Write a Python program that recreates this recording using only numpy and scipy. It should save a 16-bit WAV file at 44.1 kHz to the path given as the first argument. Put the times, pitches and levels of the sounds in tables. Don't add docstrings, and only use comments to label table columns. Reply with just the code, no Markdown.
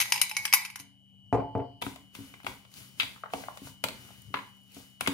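import sys
import numpy as np
from scipy import signal
from scipy.io import wavfile

SR = 44100
rng = np.random.default_rng(int(sys.argv[2]) if len(sys.argv) > 2 else 0)


def undo_db(level):
    steps = np.asarray(level, float) / 20
    return 10 ** steps


def generate_wav(sig):
    pcm = np.round(np.clip(np.atleast_2d(sig).T, -1, 1) * 32767).astype(np.int16)
    wavfile.write(sys.argv[1], SR, pcm)


N = 226365
SECONDS = np.arange(N) / SR
SIDES = np.array([[1], [-1]])


def at_hz(points, hz):
    table_hz, table_value = np.transpose(points)
    return np.interp(np.log(hz), np.log(table_hz), table_value)


def rms_one(x):
    return x / np.sqrt(np.mean(x ** 2) + 1e-20)


def band(x, low_hz, high_hz):
    edges_hz = [low_hz, min(high_hz, .45 * SR)]
    return signal.sosfilt(signal.butter(2, edges_hz, "band", fs=SR, output="sos"), x)


def drift(rate):
    r = np.exp(-80 * np.pi * rate / SR)
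    noise = rng.standard_normal(N // 40 + 2002)
    slow = signal.lfilter([1], [1, -2 * r, r * r], noise)[2000:]
    return np.interp(np.arange(N) / 40, np.arange(len(slow)), rms_one(slow))


def ring(clicks, hz, t60_s):
    r, w = undo_db(-60 / (t60_s * SR)), 2 * np.pi * hz / SR
    return signal.lfilter([0, np.sin(w)], [1, -2 * r * np.cos(w), r * r], clicks + 1e-18)


def fade(clicks, t60_s):
    return signal.lfilter([1], [1, -undo_db(-60 / (t60_s * SR))], clicks + 1e-18)


def train(times_s, sizes):
    out = np.zeros((len(sizes), N))
    out[:, (np.asarray(times_s) * SR).astype(int)] = sizes
    return out


def coloured(white, spectrum, patchy_db, rate):
    total = 0
    for k, low_hz in enumerate(25 * 2 ** np.arange(0, 9.6, .5)):
        level = undo_db(at_hz(spectrum, low_hz * 1.214) + patchy_db * drift(rate))
        total = total + level * band(white[k % 2], low_hz, low_hz * np.sqrt(2))
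    return rms_one(total)


def delayed(x, lag):
    n = np.arange(N)
    return np.array([x[0], np.interp(n - lag, n, x[1])])


def dip(x, hz, width_hz, db):
    return x - (1 - undo_db(db)) * signal.lfilter(*signal.iirpeak(hz, hz / width_hz, SR), x)


def voiced(x, rows):
    out, starts = x.copy(), sorted({row[0] for row in rows})
    ends = dict(zip(starts, starts[1:] + [N / SR]))
    for s, hz, width_hz, db in rows:
        now = slice(int(max(s - .001, 0) * SR), int((ends[s] - .001) * SR))
        out[:, now] = dip(out[:, now], hz, max(width_hz, 40), db)
    return out


def contact_levels(rows):
    start_s, force_db, hardness_db, focus_db = np.transpose(rows)[:4, :, None]
    place = np.arange(4) - 1.5
    return np.hstack([start_s, force_db + hardness_db * place - focus_db * place ** 2])


def struck(events, edges, modes, free_db, ring_db, crack_db, crack_t60, shift, soft_hz,
           lobe_db, pan_db, lag, apart=1.86, luck_db=4.0):
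    rows = np.array(events)
    times = rows[:, 0] + 0.00083
    cracks, rings = np.zeros((2, N)), np.zeros((2, N + SR))
    luck = rng.standard_normal((60, 3, len(modes), 1))
    white = rng.standard_normal((4, 1, N)) + apart * rng.standard_normal((4, 2, N))
    for k, (low, high) in enumerate(zip(edges, edges[1:])):
        blows = train(times, [undo_db(rows[:, 1 + k] + crack_db[k])])
        click = band(blows, low, high) * 0.25 * SR / (high - low)
        rattle = 0.83 * fade(blows, crack_t60[k]) * rms_one(band(white[k], low, high))
        cracks += band(click + rattle, low / 1.34, high * 0.92)

    hz, db, t60 = np.transpose(modes)[:, :, None]
    k = np.clip(np.searchsorted(edges, hz) - 1, 0, 3)
    t = np.arange(int(min(t60.max(), 1) * SR)) / SR
    for row, s, free, (strength, beam, place) in zip(rows, times, free_db, luck):
        height = undo_db(row[1 + k] + free + np.array(ring_db)[k] + db + luck_db * strength)
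        moved_hz = hz * (1 + shift * place)
        tones = height * undo_db(-60 * t / t60) * np.sin(2 * np.pi * moved_hz * t)
        lobes = undo_db(SIDES * lobe_db * beam.T)
        start = int(s * SR)
        rings[:, start:start + len(t)] += lobes @ tones

    soft = signal.butter(2, min(soft_hz, .45 * SR), fs=SR, output="sos")
    small = signal.butter(4, 1.0 * edges[0], "high", fs=SR, output="sos")
    out = signal.sosfilt(small, cracks + signal.sosfilt(soft, rings[:, :N]))
    return delayed(out * undo_db(SIDES * pan_db / 2), lag)


# start_s, force_db, hardness_db (per band), focus_db, spoon_ring_db
CLINKS = [(0.001, -25.5, 4, 1.5, -32), (0.018, -32.5, 1.3, 2.5, -38), (0.121, -21.5, 2, 0.8, -36.5),
          (0.214, -20.5, 4.5, 1.2, -34.5), (0.294, -42, 7, 3, -48.5), (0.312, -40.5, -5, -3.5, -53),
          (0.349, -47, 0.1, 4, -44.5), (0.366, -26, 2.5, 3.5, -18), (0.452, -28.5, 1, -0.5, -44),
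          (0.477, -41.5, -2.5, 4, -37), (0.526, -23.5, -0.5, 0.5, -27), (0.535, -19, 2, -2, -27),
          (0.544, -27, 6.5, 5, -23), (0.649, -37, 1.5, 2, -40), (0.7, -47.5, 0.5, -0.7, -64),
          (0.757, -40, -0.3, -1.4, -67.5), (0.798, -48, 4, 0, -79)]
CHATTER = [(0.008, -31, 1.5, -0.5, -44.5), (0.013, -31.5, 1, 0.5, -45), (0.023, -36, 0, 1.5, -40.5),
           (0.056, -41, -2, 0.5, -40), (0.14, -37.5, 2, 2, -55), (0.158, -36.5, 0.5, -1, -50),
           (0.177, -38, -2, 3, -55), (0.236, -37.5, 1, 5, -55), (0.657, -43.5, 0, 2, -39),
           (0.791, -54, 4, 1, -80), (0.806, -53.5, 3, 3, -80), (0.196, -44.5, 2, 2, -55),
           (0.385, -42, 0.5, 1, -50)]
# pitch_hz, level_db, t60_s (time to fall 60 dB)
GLASS = [(867, -3, .07), (1020, -6, .04), (1300, -7, .03), (2012, -6, .06), (2335, -4, .06),
         (2600, -3, .05), (3000, -6, .03), (3828, -8, .04), (4985, -7, .06), (5134, -5, .065),
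         (5735, -4, .05), (6325, -5, .05), (7000, -8, .03), (8480, -11, .03), (9964, -10, .04),
         (10440, -2, .06), (10530, -4, .06), (11650, -8, .035), (12600, -5, .045), (13060, -10, .03),
         (14250, -14, .025)]
# start_s, level_db
SCRAPE = [
    (0.0, -45),
    (0.166, -36),
    (0.28, -51),
    (0.446, -42),
    (0.638, -59),
    (0.684, -57.5),
    (0.792, -83),
    (0.86, -72),
]
# start_s, pitch_hz, width_hz, level_db
GLASS_GRIP = [(0, 2090, 250, 4.5), (0, 6450, 500, 2.5), (0, 3515, 250, 5), (0.12, 3900, 900, -9.5),
              (0.121, 892, 120, 8), (0.121, 1348, 400, -6.5), (0.121, 5170, 400, 5.5),
              (0.121, 2803, 600, 3), (0.214, 2455, 600, 5), (0.214, 1400, 600.4, -7.5),
              (0.214, 3900, 300, 6), (0.214, 4600, 400, -6), (0.214, 10180, 900, 2), (0.312, 883, 200, 3),
              (0.312, 1299, 400, -10.5), (0.312, 2500, 300, 6), (0.312, 5150, 250, 9),
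              (0.367, 3605, 800, -7), (0.367, 6330, 250, 2), (0.366, 5140, 250, 4), (0.452, 2800, 600, 5.5),
              (0.452, 5120, 250, 9.5), (0.452, 3700, 500, -6), (0.526, 5150, 300, 7.5),
              (0.526, 900, 399, -7), (0.535, 4300, 500, -7), (0.535, 5740, 300, 6.5),
              (0.535, 8290, 2000, -4.5), (0.535, 1504, 599.3, 7), (0.535, 12600, 1500, 4.5),
              (0.535, 720, 300, -8.5), (0.649, 2300, 300, 7), (0.756, 2500, 300, 4),
              (0.757, 6400, 500, 5.5)]
# pitch_hz, width_hz, level_db
GLASS_VALLEYS = [(3464, 540, -5), (7820, 1000, -13.5), (10900, 730, -11), (9250, 310, -6.5),
                 (15730, 1600, -14)]


def spoon_on_glass():
    touches = CLINKS + CHATTER
    taps = struck(contact_levels(touches), [750, 1600, 3500, 8000, 14500], GLASS,
                  free_db=np.zeros(len(touches)), ring_db=[-13.5, -4.5, -7.5, -2.0],
                  crack_db=[-4.0, 6.5, 2.5, -1.5], crack_t60=[0.016, 0.028, 0.032, 0.071],
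                  shift=0.0055, soft_hz=15900, lobe_db=3.0, pan_db=2.0, lag=1.2)
    rows = np.array(touches)
    spoon_clicks = train(rows[:, 0] + 0.00066, [undo_db(rows[:, 4] - 9.0)])
    spoon = ring(spoon_clicks, hz=2198, t60_s=0.18)
    grit = rng.standard_normal((2, N)) * undo_db(3.5 * drift(60))
    slide = sum(undo_db(db) * ring(grit, hz, t60) for hz, db, t60 in GLASS)
    slide = rms_one(slide) + 0.9 * rms_one(band(grit, 1500, 13500))
    slide_db = np.interp(SECONDS, *np.transpose(SCRAPE), right=-120)
    out = voiced(taps + undo_db(slide_db - 10) * slide, GLASS_GRIP) + spoon
    for valley in GLASS_VALLEYS:
        out = dip(out, *valley)
    return out


# pitch_hz, t60_s
KITCHEN = [(100, 0.44), (400, 0.32), (1500, 0.36), (5000, 0.34), (14000, 0.25)]


def kitchen(x):
    t = np.arange(int(.7 * SR)) / SR
    own, shared = rng.standard_normal((2, 2, len(t))), rng.standard_normal((2, 1, len(t)))
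    tail = 0
    for hz in 60 * 2. ** np.arange(9):
        alike = 1 / (1 + (hz / 750) ** 2.3)
        white = np.sqrt(1 - alike) * own + np.sqrt(alike) * shared
        octave = band(white, hz / np.sqrt(2), hz * np.sqrt(2))
        tail = tail + octave * undo_db(-60 * t / at_hz(KITCHEN, hz))
    tail = tail * np.clip((t - .004) / 0.005, 0, 1)
    tail = tail / np.sqrt((tail ** 2).sum(2).mean())
    turn = 2 * np.pi * 1.7 * SECONDS
    sent = x.mean(0) * np.array([np.cos(turn), np.sin(turn)])[:, None]
    return signal.fftconvolve(sent, tail, axes=2)[..., :N].sum(0)


# start_s, level_db
HANDLING = [(0, -58.5), (.4, -63.5), (.75, -80), (.81, -62), (.95, -86), (1.1, -72), (1.3, -61),
            (1.75, -70), (2.1, -74.5), (2.3, -64), (2.65, -82), (2.95, -64.5), (3.4, -72), (3.7, -57),
            (4.25, -58.5), (4.6, -70), (4.95, -74), (5.13, -68)]


def thrum():
    level_db = np.interp(SECONDS, *np.transpose(HANDLING))
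    lumpy = undo_db(5.0 * drift(9.0)) * rng.standard_normal(N)
    murmur = rms_one(band(ring(lumpy, 119, 0.069), 75, 270))
    return undo_db(level_db - 3.0) * murmur * undo_db(SIDES * 3.5)


# pitch_hz, level_db
MOTOR = [(96.9, -76), (123.8, -72), (193.8, -67.5), (247.6, -81), (274.5, -82), (839.8, -91.5),
         (2945, -65.5), (2993, -78.5), (3042, -77.5), (3090, -73.5), (3138, -79), (3235, -88.5)]
# pitch_hz, level_db
AIR = [(30, -30.5), (60, -19), (140, -1), (300, -12.5), (520, -23), (800, -14.5), (1100, -36), (2300, -25),
       (3050, -26), (3600, -37.5), (7000, -42.5), (14000, -44.5), (16500, -59)]


def fridge():
    level_db = .15 * (np.interp(SECONDS, *np.transpose(HANDLING)) + 68)
    hum = 0
    for (hz, db), phase in zip(MOTOR, rng.uniform(0, 2 * np.pi, len(MOTOR))):
        tone = np.sqrt(2) * np.sin(2 * np.pi * hz * SECONDS + phase + SIDES * 0.75)
        pan = undo_db(SIDES * (2.0 + 1.6 * (hz < 220)))
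        hum = hum + undo_db(db + 1.1 * drift(2.8)) * tone * pan
    white = 1.2 * rng.standard_normal((2, 1, N)) + .3 * rng.standard_normal((2, 2, N))
    air = undo_db(-72.5) * coloured(white, AIR, patchy_db=3.5, rate=7.2) * undo_db(SIDES * 3.0)
    return undo_db(level_db) * (hum + air)


# start_s, force_db, hardness_db (per band), focus_db
SET_DOWN = [
    (0.797, -74, -19, 0),
    (1.326, -23, -6, 2),
    (1.345, -29, -7.5, 3.5),
    (1.374, -36, -7, 6.5),
    (1.399, -34, -8, 9),
    (1.551, -33.5, -11, 2),
    (1.591, -41, -4, 8.5),
    (1.599, -39.5, -8.5, 6),
]
# pitch_hz, level_db, t60_s
TABLE = [(120, 0.5, 0.14), (278, 0, 0.3), (366, -1.5, 0.39), (418, 4, 0.23), (459, 5, 0.23),
         (605, -8.5, 0.25), (654, -6, 0.2), (702, 6.5, 0.33), (776, -33.5, 0.17), (826, -5, 0.2),
         (869, 4.5, 0.3), (1030, -8.5, 0.13), (1200, -8, .13), (1378, -2.5, 0.13)]
# start_s, pitch_hz, width_hz, level_db
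MUG_PLACE = [(1.326, 460, 60, 2), (1.326, 700, 60, 2.5), (1.326, 1210, 120, 3), (1.36, 429, 120, -4),
             (1.36, 700, 79.5, 5), (1.36, 1050, 100, 1.5), (1.551, 451, 80, 7), (1.551, 600, 60, 3.5),
             (1.551, 280, 60, -4), (1.551, 1030, 80, 3.5), (1.551, 690, 80, -4.5), (1.551, 125, 50, 4),
             (1.582, 120, 60, -7), (1.582, 379, 70.2, 5.5), (1.582, 860, 200, -5), (1.582, 700, 60, 2.5)]


def mug_on_table():
    thuds = struck(contact_levels(SET_DOWN), [70, 330, 1000, 2500, 12000], TABLE,
                   free_db=np.full(len(SET_DOWN), -3.0), ring_db=[-5.0, -8.0, -11.5, 0],
                   crack_db=[-13.5, -5.0, -7.0, -14.5], crack_t60=[0.18, 0.18, 0.094, 0.11],
                   shift=0.003, soft_hz=1825, lobe_db=-0.3, pan_db=2.5, lag=2.0, apart=0.6, luck_db=1.5)
    return voiced(thuds, MUG_PLACE)


# start_s, level_db
FINGERS = [
    (1.3, -99),
    (1.379, -71),
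    (1.506, -84),
    (1.664, -76.5),
    (1.82, -84.5),
]


def fingers():
    level_db = np.interp(SECONDS, *np.transpose(FINGERS), left=-120, right=-120)
    return undo_db(level_db) * rms_one(band(rng.standard_normal((2, N)), 4200, 5000))


# start_s, force_db, hardness_db (per band), focus_db
KNOCKS = [(1.816, -36.5, -0.5, 4.5), (1.821, -28, -3, 3), (1.864, -35, -7, 3.5), (1.959, -46, -2, 1),
          (2.15, -40.5, 4.5, 5), (2.338, -46.5, -4.5, 4.5), (2.445, -44, -4.5, 1.5), (2.465, -28, -4, 3.5),
          (2.649, -49.5, -4.5, 4.5), (2.739, -62, 8, 0), (2.998, -24, 9.5, 11.5), (3.031, -35.5, 0.5, 3),
          (3.16, -49, -14.5, 20), (3.235, -38, -26.5, 13.5), (3.258, -46, -25, 13.5), (3.004, -29, 6, 9.5),
          (3.335, -32.5, -7.5, -0.5), (3.436, -47, -12, 5), (3.483, -43, -21, 9), (3.019, -34.5, 7, 11),
          (3.572, -41, -3, 0), (3.67, -47.5, -12, 5.5), (3.8385, -23, 1.1, 2.1), (3.885, -37, 0.5, 1.5),
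          (4.087, -54, -8, 4), (4.34, -26.5, -5.5, 6.5), (4.37, -39, -5, 8), (5.008, -26, -1, 1.8),
          (5.061, -29, -3, 22), (5.073, -19.5, -1, 2.5)]
MORE_KNOCKS = [(2.432, -55, 3, 3), (2.4, -51, -6, 5.5), (2.3, -61, -5, 8), (3.3, -47, -2, 22),
               (4.048, -59, -9, 5), (4.104, -52.5, -7.5, 3), (4.745, -64, 12, 2), (4.999, -53, 1, 10.5),
               (2.716, -62, 8, 2.5), (3.01, -33.5, 5, 9), (4.388, -40, -7, 10), (4.356, -40.5, -6, 9),
               (3.28, -57, -20, 14), (3.176, -55, -16, 15), (4.766, -56, -11, 2), (4.8, -63, -11, 2)]
# pitch_hz, level_db, t60_s
BOWL = [(460, -3, .03), (700, -2, .025), (865, -2, .02), (1055, 0, .018), (1340, 0, .016), (1550, -2, .015),
        (2050, -2, .012), (2400, -1, .012), (2750, 0, .012), (3200, -1, .01), (3800, -2, .01),
        (4770, -4, .007), (6500, -6, .006), (9800, -6, .005)]
# start_s, pitch_hz, width_hz, level_db
BOWL_PLACE = [(1.816, 2900, 800, 4), (1.816, 1000, 300, 4), (1.863, 600, 300, 0), (2.15, 2710, 400, -0.5),
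              (2.337, 2020, 250, 14), (2.432, 604, 300, 3), (2.465, 2360, 400, 6.5),
              (2.465, 1060, 300, 3.5), (2.639, 1530, 300, 3.5), (2.986, 1430, 300, 11),
              (2.998, 2730, 1000, 6.5), (2.998, 1430, 300, 4.5), (2.998, 4400, 500, 4.5),
              (3.16, 1210, 400, 5), (3.235, 1300, 500, 5.5), (3.235, 536, 300, -11), (3.334, 703, 200, 0.5),
              (3.336, 1160, 400, 2), (3.438, 2010, 400, 14.5), (3.483, 1020, 500, 7.5),
              (3.483, 480, 200, -5), (3.572, 650, 400, -3), (3.838, 1370, 250, 3.5), (3.838, 780, 250, 7),
              (3.838, 6200, 800, -4), (3.838, 4750, 400, 3.5), (3.838, 2500, 300, 2.5),
              (3.885, 1340, 250, 1), (3.886, 2600, 500, 5), (3.885, 4350, 600, -8),
              (4.048, 1197, 604, -0.5), (4.339, 1060, 250, 9.5), (4.339, 1900, 800, 7),
              (4.339, 647, 300, -6), (4.339, 2800, 400, 3.5), (4.339, 4440, 500, 4.5),
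              (4.744, 4260, 800, 2), (5.008, 1330, 300, 4), (5.059, 2160, 250, 12), (5.072, 990, 300, 4),
              (5.072, 2320, 400, 3.5), (5.072, 780, 250, -10), (5.072, 3500, 300, -3), (5.072, 480, 150, 3),
              (2.998, 900, 500, -5)]


def spoon_on_bowl():
    touches = KNOCKS + MORE_KNOCKS
    free_db = -0.55 * np.array(touches)[:, 3]
    knocks = struck(contact_levels(touches), [400, 880, 1900, 4100, 16000], BOWL,
                    free_db=free_db, ring_db=[-8.5, -20.5, -19.0, 5.5],
                    crack_db=[-1.45, -0.44, 0.87, 0.26], crack_t60=[0.019, 0.026, 0.041, 0.034],
                    shift=0.054, soft_hz=16800, lobe_db=6.0, pan_db=3.5, lag=7.42)
    return voiced(knocks, BOWL_PLACE)


# full_s, rise_s, rustle_db, settle_s (to lose 20 dB), drag_db
RUSTLE = [(1.828, 0.02, -49, 0.15, -36), (2.15, 0.021, -58, 0.35, -54), (2.472, 0.021, -52.5, 0.1347, -41),
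          (2.773, 0.064, -54.5, 0.21, -86), (2.999, 0.024, -53, 0.23, -61), (3.338, 0.027, -52, 0.27, -49),
          (3.667, 0.09, -54.5, 0.08, -77), (3.842, 0.011, -59, 0.39, -42.5), (4.05, 0.26, -65.5, .5, -63),
          (4.345, 0.02, -63, 0.21, -41), (4.768, 0.081, -58, 0.18, -58.5), (5.009, 0.0059, -51, 1.5, -70),
          (5.08, 0.0066, -54.5, -11, -67)]


def sweeps():
    still_db, still_drag_db = -81.5, -89
    rustle, slow, drag = undo_db(still_db), undo_db(still_db), undo_db(still_drag_db)
    for s, rise, db, settle, drag_db in RUSTLE:
        loss_db = 20 * np.maximum(s - SECONDS, 0) / max(rise, .003)
        age = np.maximum(SECONDS - s, 0) / max(settle, .03)
        sweep = undo_db(db - loss_db - 20 * age ** 1.2)
        rustle = rustle + sweep
        slow = slow + sweep * min(rise / 0.039, 1.3)
        drag = drag + undo_db(drag_db - loss_db - 20 * age / 0.48)
    bright_db = -10 + 5 * slow / rustle
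    return 20 * np.log10(rustle), bright_db, 20 * np.log10(drag)


# pitch_hz, level_db
LEAVES = [(250, -3.5), (450, -14), (900, -15.5), (1700, -8), (3000, -5.5), (6000, -7), (10500, -9),
          (14500, -7.5), (16500, -15.5)]


def leaves(rustle_db, bright_db):
    sizes = undo_db(5.5 * np.minimum(rng.exponential(1, (2, N)), 3.5))
    sizes = sizes * (rng.random((2, N)) < 2500 / SR)
    grains = rms_one(sizes * rng.choice([-1, 1], (2, N)))
    shared, own = rng.standard_normal((2, 1, N)), rng.standard_normal((2, 2, N))
    white = 0.44 * grains[:, None] + 1.35 * shared + 1.56 * own
    hiss = coloured(white, LEAVES, patchy_db=1.0, rate=16)
    low = signal.sosfilt(signal.butter(2, 2800, fs=SR, output="sos"), hiss)
    tinted = hiss - low + undo_db(-bright_db) * low
    return delayed(undo_db(np.minimum(rustle_db, -54) + 4.5) * tinted * undo_db(SIDES * 1.6), 8.23)


# start_s, peak_db, deepest_note_db
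PUSHES = [(1.866, -28.5, -9), (2.188, -38, -1.5), (2.206, -40.5, -1.5), (2.443, -43, -12),
          (2.809, -60.5, 17), (3.033, -45.5, -3), (3.342, -35, -28), (3.618, -38.5, -16), (3.649, -47, 9),
          (3.841, -37, -1.5), (4.304, -49, -1), (4.766, -41, -22), (5.022, -43.5, -13), (5.082, -23, -26.5),
          (5.093, -35, -22), (5.074, -34, -22), (4.341, -39, -15)]
# pitch_hz, t60_s
TABLE_BOOM = [(119, 0.058), (212, 0.086), (277, 0.13), (366, 0.094)]


def bowl_on_table(drag_db):
    start_s, peak_db, deep_db = np.transpose(PUSHES)
    drag = 0.021 * undo_db(drag_db + 0.51 * drift(13.0)) * rng.standard_normal(N)
    out = 0
    for (hz, t60), level_db in zip(TABLE_BOOM, [deep_db, -9, -1.5, -13]):
        pushes = train(start_s, [undo_db(peak_db + level_db)])[0]
        out = out + ring(pushes + drag, hz, t60)
    return band(out, 95, 484) * undo_db(SIDES * 2.4)


# start_s, length_s, pitch_hz, level_db
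RUBS = [
    (4.73, 0.03, 2570, -66),
    (4.735, 0.03, 4100, -68),
    (2.75, 0.03, 2500, -74),
]


def rubs():
    grit = rng.standard_normal((2, N))
    out = 0
    for s, length, hz, db in RUBS:
        swell = np.exp(-((SECONDS - s) / length) ** 2)
        out = out + undo_db(db) * swell * rms_one(band(grit, hz / 1.06, hz * 1.15))
    return out


# start_s, level_db
SNAPS = [(4.0494, -51), (4.2193, -43.5), (4.4694, -57), (4.5495, -66.5), (4.5685, -54), (4.6154, -58.5),
         (4.6344, -56), (4.6794, -60), (4.7194, -49), (4.8694, -61), (4.8994, -59.5)]


def snaps():
    start_s, level_db = np.transpose(SNAPS)
    burst = fade(train(start_s, [undo_db(level_db - 0.5)]), 0.018) * rng.standard_normal((2, N))
    return band(burst, 7800, 14500)


def scene():
    glass, mug, bowl = spoon_on_glass(), mug_on_table(), spoon_on_bowl()
    rustle_db, bright_db, drag_db = sweeps()
    begun = np.clip((SECONDS - 1.81) / 0.0046, 0, 1)
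    salad = begun * (leaves(rustle_db, bright_db) + bowl_on_table(drag_db))
    glass_sent = dip(dip(glass, 10500, 300, -6.0), 15800, 2500, -15.0)
    sent = undo_db(-5.0) * glass_sent + undo_db(-5.5) * mug + undo_db(-3.0) * bowl + undo_db(-5.5) * salad
    echo = dip(kitchen(sent), 1210, 220, -6.0)
    return glass + mug + bowl + salad + echo + fridge() + thrum() + fingers() + snaps() + rubs()


def band_limit(x):
    return signal.sosfilt(signal.butter(12, 16860, fs=SR, output="sos"), x)


# pitch_hz, bass_boost_db
LEFT_BASS = (140, 5.2)
# pitch_hz, width_hz, level_db
LEFT_DIP = (330, 200, -6)
# pitch_hz, width_hz, level_db
MIC_DIP = (1765, 430, -8)


def record(dry):
    x = signal.sosfilt(signal.butter(4, 55, "high", fs=SR, output="sos"), dry)
    bass_hz, bass_db = LEFT_BASS
    bass = signal.sosfilt(signal.butter(1, bass_hz, fs=SR, output="sos"), x)
    x = x + (undo_db(SIDES * bass_db / 2) - 1) * bass
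    x = x + undo_db(-82) * band(rng.standard_normal((2, N)), 3500, 16000)
    x = dip(np.array([dip(x[0], *LEFT_DIP), x[1]]), *MIC_DIP)
    rounded = 1.06 * np.tanh(x / 0.87)
    mix = signal.sosfilt(signal.cheby2(24, 60, 16000, fs=SR, output="sos"), rounded)
    return band_limit(mix)


dry = scene()
out = record(dry)
generate_wav(out)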